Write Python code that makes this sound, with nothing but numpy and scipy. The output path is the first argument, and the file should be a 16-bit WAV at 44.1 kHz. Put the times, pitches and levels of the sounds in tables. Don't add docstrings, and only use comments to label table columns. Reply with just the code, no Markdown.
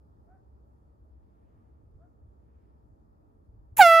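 import sys
import numpy as np
from scipy import signal
from scipy.fft import rfft, irfft
from scipy.io import wavfile

SR = 44100
rng = np.random.default_rng(int(sys.argv[2]) if len(sys.argv) > 2 else 0)


def materialize(psi):
    bounded = np.clip(np.atleast_2d(psi).T, -1, 1)
    quanta = np.round(bounded * 32767).astype(np.int16)
    wavfile.write(sys.argv[1], SR, quanta)


N = 176400
T = np.arange(N) / SR
OPPOSITE = np.array([[1], [-1]])


def from_db(db):
    return 10 ** (np.asarray(db) / 20)


def rms_one(x):
    return x / np.sqrt(np.mean(x ** 2) + 1e-20)


def along(rows, at):
    return np.interp(at, *np.transpose(rows))


def at_hz(points, hz):
    f, value = np.transpose(points)
    return np.interp(np.log(np.maximum(hz, 1)), np.log(f), value)


def drift(rate_hz):
    step, settle = 40, 2000
    r = np.exp(-2 * np.pi * rate_hz * step / SR)
    white = rng.standard_normal(N // step + settle + 2)
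    slow = rms_one(signal.lfilter([1], [1, -2 * r, r * r], white)[settle:])
    return np.interp(np.arange(N) / step, np.arange(len(slow)), slow)


def coloured(spectrum):
    hz = np.arange(N // 2 + 1) * SR / N
    gain = from_db(at_hz(spectrum, hz)) * (hz > 20)
    return rms_one(irfft(rfft(rng.standard_normal(N)) * gain, N))


def wide(spectrum, width):
    return coloured(spectrum) + width * coloured(spectrum) * OPPOSITE


def bump(centre_s, width_s, db):
    return from_db(db) * np.exp(-.5 * ((T - centre_s) / width_s) ** 2)


def grow(half_s, rise_s):
    return .5 + .5 * np.tanh((T - half_s) / (2 * rise_s))


def banded_noise(spectrum, patchy_db):
    # (frequency [Hz], likeness [-1 to 1])
    likeness = [(30, .5), (70, 0.6), (130, 0.69), (290, 0.57), (450, -0.18), (640, -0.43), (1050, -0.74),
                (1500, -0.43), (2400, .1), (8000, 0.1)]
    out, together = 0, drift(2)
    edges_hz = 22 * 2 ** np.arange(0, 9.6, .5)
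    white = rng.standard_normal((2, 2, N))
    for k, (low, high) in enumerate(zip(edges_hz, edges_hz[1:])):
        band = signal.butter(2, [low, high], "band", fs=SR, output="sos")
        mid, side = signal.sosfilt(np.vstack([band, band]), white[k % 2])
        hz = np.sqrt(low * high)
        alike = np.clip(at_hz(likeness, hz), -1, 1)
        flicker_db = patchy_db * (.5 * together + drift(6.6))
        stereo = np.sqrt(1 + alike) * mid + np.sqrt(1 - alike) * side * OPPOSITE
        out = out + from_db(at_hz(spectrum, hz) + flicker_db) * stereo
    return rms_one(out)


def town():
    # (frequency [Hz], level [dB per Hz])
    air = [(20, -33), (32, -17), (49, -2.5), (70, -2.5), (150, -13.5), (210, -15), (290, -15.5), (513, -22),
           (800, -24.5), (1370, -34), (1900, -50.5), (2800, -58.5), (5200, -56.5), (8500, -63),
           (11000, -59), (16000, -64)]
    # (time [s], level [dB])
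    drone_level = [(0, -62), (.45, -60.5), (.85, -64), (1.05, -57), (1.3, -57), (1.6, -64), (2.3, -61),
                   (2.75, -61.5), (3.2, -74), (3.7, -62)]
    air_db, drone_hz, drone_width_hz = -59.5, 66.2, 5.2
    turn = 2 * np.pi * drone_hz * T

    def waver():
        return drift(drone_width_hz) * np.cos(turn) + drift(drone_width_hz) * np.sin(turn)

    drone = from_db(along(drone_level, T)) * (waver() + 0.42 * waver() * OPPOSITE)
    return drone + from_db(air_db) * banded_noise(air, patchy_db=0.95)


def dog():
    # (start [s], length [s], top pitch [Hz], place of the top [0-1 of length], level [dB])
    barks = [(0.258, 0.136, 383, 0.63, -64), (1.97, .13, 359, .74, -66.5)]
    # (harmonic [number], level [dB])
    bark_harmonics = [(1, -17), (2, 2), (3, -20), (4, -10), (5, -29), (6, -37)]
    # (frequency [Hz], level [dB per Hz])
    bark_rasp = [(300, -20), (700, 3), (950, -13), (1350, 2), (1800, -12), (2400, -25), (5000, -60)]
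    bend, rough, rasp_db = .6, .02, -15.5
    trees_t60_s, trees_db = 0.42, -6
    out, rasp = np.zeros(N), from_db(rasp_db) * coloured(bark_rasp)
    for start_s, length_s, top_hz, top_at, db in barks:
        part = np.clip((T - start_s) / length_s, 0, 1)
        pitch_hz = top_hz * (1 - bend * (part - top_at) ** 2) * (1 + rough * drift(100))
        phase = 2 * np.pi * np.cumsum(pitch_hz) / SR
        voice = sum(from_db(level) * np.sin(k * phase) for k, level in bark_harmonics)
        out += from_db(db) * np.abs(np.sin(np.pi * part)) ** 1.14 * (voice + rasp)
    scatter = rng.standard_normal((2, SR)) * from_db(-60 * T[:SR] / trees_t60_s)
    scatter /= np.sqrt(np.sum(scatter ** 2, axis=1, keepdims=True))
    return out + from_db(trees_db) * signal.fftconvolve(out[None], scatter, axes=1)[:, :N]


def breeze():
    # (centre [s], width [s], level [dB])
    rustles = [(1.5, 0.23, -91), (2.599, 0.13, -90.5)]
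    # (frequency [Hz], level [dB per Hz])
    rustle = [(800, -22), (1600, 1), (2300, -3), (3300, -12), (6000, -28), (16000, -50)]
    # (centre [s], width [s], level [dB])
    puffs = [(1.85, 0.042, -55.5), (1.96, 0.013, -47.5), (2.251, 0.024, -52.5), (2.9, 0.053, -59.5),
             (3.55, 0.05, -52), (3.594, 0.0046, -47.5), (3.74, 0.022, -52)]
    # (frequency [Hz], level [dB per Hz])
    puff = [(20, -16), (40, 1), (65, 2.5), (100, 2), (170, -23.5), (500, -40), (2000, -61), (8000, -100)]
    rustling = sum(bump(*row) for row in rustles) * wide(rustle, .6)
    return rustling + sum(bump(*row) for row in puffs) * wide(puff, 0.26)


def horn():
    # (frequency [Hz], level [dB per Hz])
    spurt_colour = [(300, -31), (1000, -8), (2400, 0), (4500, -14), (7000, 3), (9000, -3), (11700, 12),
                    (13500, 6), (16000, -1)]
    # (time [s], level [dB])
    hiss_level = [(3.771, -34), (3.776, -37), (3.781, -24), (3.8, -27.5), (3.81, -28), (3.84, -40),
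                  (3.88, -39.5), (3.935, -45.5), (3.965, -49), (4.0, -56)]
    # (frequency [Hz], level [dB per Hz])
    hiss_colour = [(500, -18.5), (2000, -1.5), (4000, -27), (5800, -16), (7200, 2), (8500, -1),
                   (10000, 2.5), (12000, 2), (14000, 6), (15500, 2)]
    # (time [s], level [dB])
    low_burst_level = [(3.771, -49.5), (3.785, -36), (3.812, -27.5), (3.835, -39.5), (3.855, -52.5),
                       (3.875, -44), (3.895, -59), (4.0, -57)]
    # (frequency [Hz], level [dB per Hz])
    low_burst_colour = [(40, -6), (130, -2.5), (350, -4), (800, 1.5), (1400, -2.5), (1850, -6.5),
                        (2400, 4.5), (3300, -7), (4500, -10.5), (6000, -33), (10000, -25)]
    # (time [s], level [dB])
    blast = [(3.79, 0), (3.805, 0), (3.815, 1.2), (3.83, .3), (3.833, -1.8), (3.872, .3), (3.875, -1.6),
             (3.895, -1.2), (3.915, .3), (4.0, -.3)]
    # (harmonic [number], peak level [dB])
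    harmonics = [(1, -17), (2, -14), (3, -22), (4, -27.5), (5, -33.5), (6, -41.5), (7, -43.5), (8, -46.5),
                 (9, -48.5), (10, -50.5), (11, -48.5), (12, -47.5), (13, -43), (14, -50), (15, -47.5),
                 (16, -51.5), (17, -52), (18, -45.5), (19, -58), (20, -50), (21, -52), (22, -64), (23, -56)]
    # (time [s], boost [dB])
    fundamental = [(3.8, 13.3), (3.812, 10.8), (3.835, 5.5), (3.872, 4.8), (3.9, 1.5), (3.96, .3)]
    # (frequency [Hz], boost [dB])
    flare_boost = [(1400, 1.5), (2200, 6), (3000, 0.5), (3700, 6), (4400, 15), (5200, 4), (6000, -1.5),
                   (7300, 18), (8500, -0.5), (10000, 0.5), (16000, -7)]
    valve_s, valve_open_s = 3.7685, 0.0039
    spurt_s, spurt_width_s, spurt_db = 3.7713, 0.0021, -29.5
    speak_s, swell_s = 3.7935, 0.0026
    note_hz, sharp_hz, settle_s = 660.5, 213.7, .0275
    jitter, shimmer_db, flare_s = 0.00089, 3, 0.043
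    brass_delay_s, brass_spread_s, brass_rise_s = 0.023, 0.022, 0.0042
    treble_fade_db_per_s, treble_pivot_s = 55, 3.91
    hiss_pulsing, low_burst_pulsing, noise_width = 0.36, 0.26, 0.15

    age_s = np.maximum(T - speak_s, -.014)
    pitch_hz = (note_hz + sharp_hz * np.exp(-age_s / settle_s)) * (1 + jitter * drift(70))
    valve = np.clip((T - valve_s) / valve_open_s, 0, 1)
    phase = 2 * np.pi * np.cumsum(pitch_hz * (valve > 0)) / SR
    swing = grow(speak_s, swell_s)
    flare = np.exp(-(age_s / flare_s) ** 4)
    tone = from_db(harmonics[0][1] + along(fundamental, T)) * swing * np.sin(phase)
    for k, db in harmonics[1:]:
        high = min(k / 10, 1) ** 2
        fade_db = treble_fade_db_per_s * (speak_s + age_s - treble_pivot_s)
        level_db = db + high * (shimmer_db * drift(33) - fade_db) + flare * at_hz(flare_boost, k * pitch_hz)
        entry = grow(speak_s + brass_delay_s - brass_spread_s / k, brass_rise_s)
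        tone += from_db(level_db) * entry * np.sin(k * phase) * (k * pitch_hz < SR / 2)
    chop = swing * np.cos(phase)
    jet = from_db(along(hiss_level, T)) * wide(hiss_colour, noise_width) * (1 + hiss_pulsing * chop)
    low_bursts = from_db(along(low_burst_level, T)) * wide(low_burst_colour, noise_width)
    low_bursts = low_bursts * (1 + low_burst_pulsing * chop)
    spurt = bump(spurt_s, spurt_width_s, spurt_db) * wide(spurt_colour, noise_width)
    return valve * (from_db(along(blast, T)) * tone + jet + low_bursts) + spurt


def field(x):
    # (delay [s], level [dB], share to the left [0-1])
    echoes = [(.009, -23.5, 0.8), (.047, -43, 0.7)]
    out = x
    for delay_s, db, left in echoes:
        pan = 2 * np.array([[left], [1 - left]])
        out = out + from_db(db) * np.interp(T - delay_s, T, x[0]) * pan
    return out


def held_right(x):
    # (frequency [Hz], level difference [dB])
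    horn_balance = [(660, -3), (1320, -4.5), (2000, -3), (3300, -6), (4000, -0.5), (4700, -11.5),
                    (5900, -12), (6600, -0.5), (16000, 0.5)]
    treble_lag_s, lag_above_hz = .000204, 6150
    hz = np.arange(N + 1) * SR / (2 * N)
    half_db = at_hz(horn_balance, hz) / 2
    lag = np.exp(-2j * np.pi * treble_lag_s * np.maximum(hz - lag_above_hz, 0))
    sides = np.array([from_db(half_db) * lag, from_db(-half_db)])
    return irfft(rfft(x, 2 * N) * sides)[:, :N]


def scene():
    return town() + dog() + breeze() + held_right(field(horn()))


def record(dry):
    cutoff_hz = 15750
    low_pass = signal.ellip(14, .1, 80, cutoff_hz, fs=SR, output="sos")
    return signal.sosfilt(low_pass, np.clip(dry, -1, 1))


dry = scene()
out = record(dry)
materialize(out)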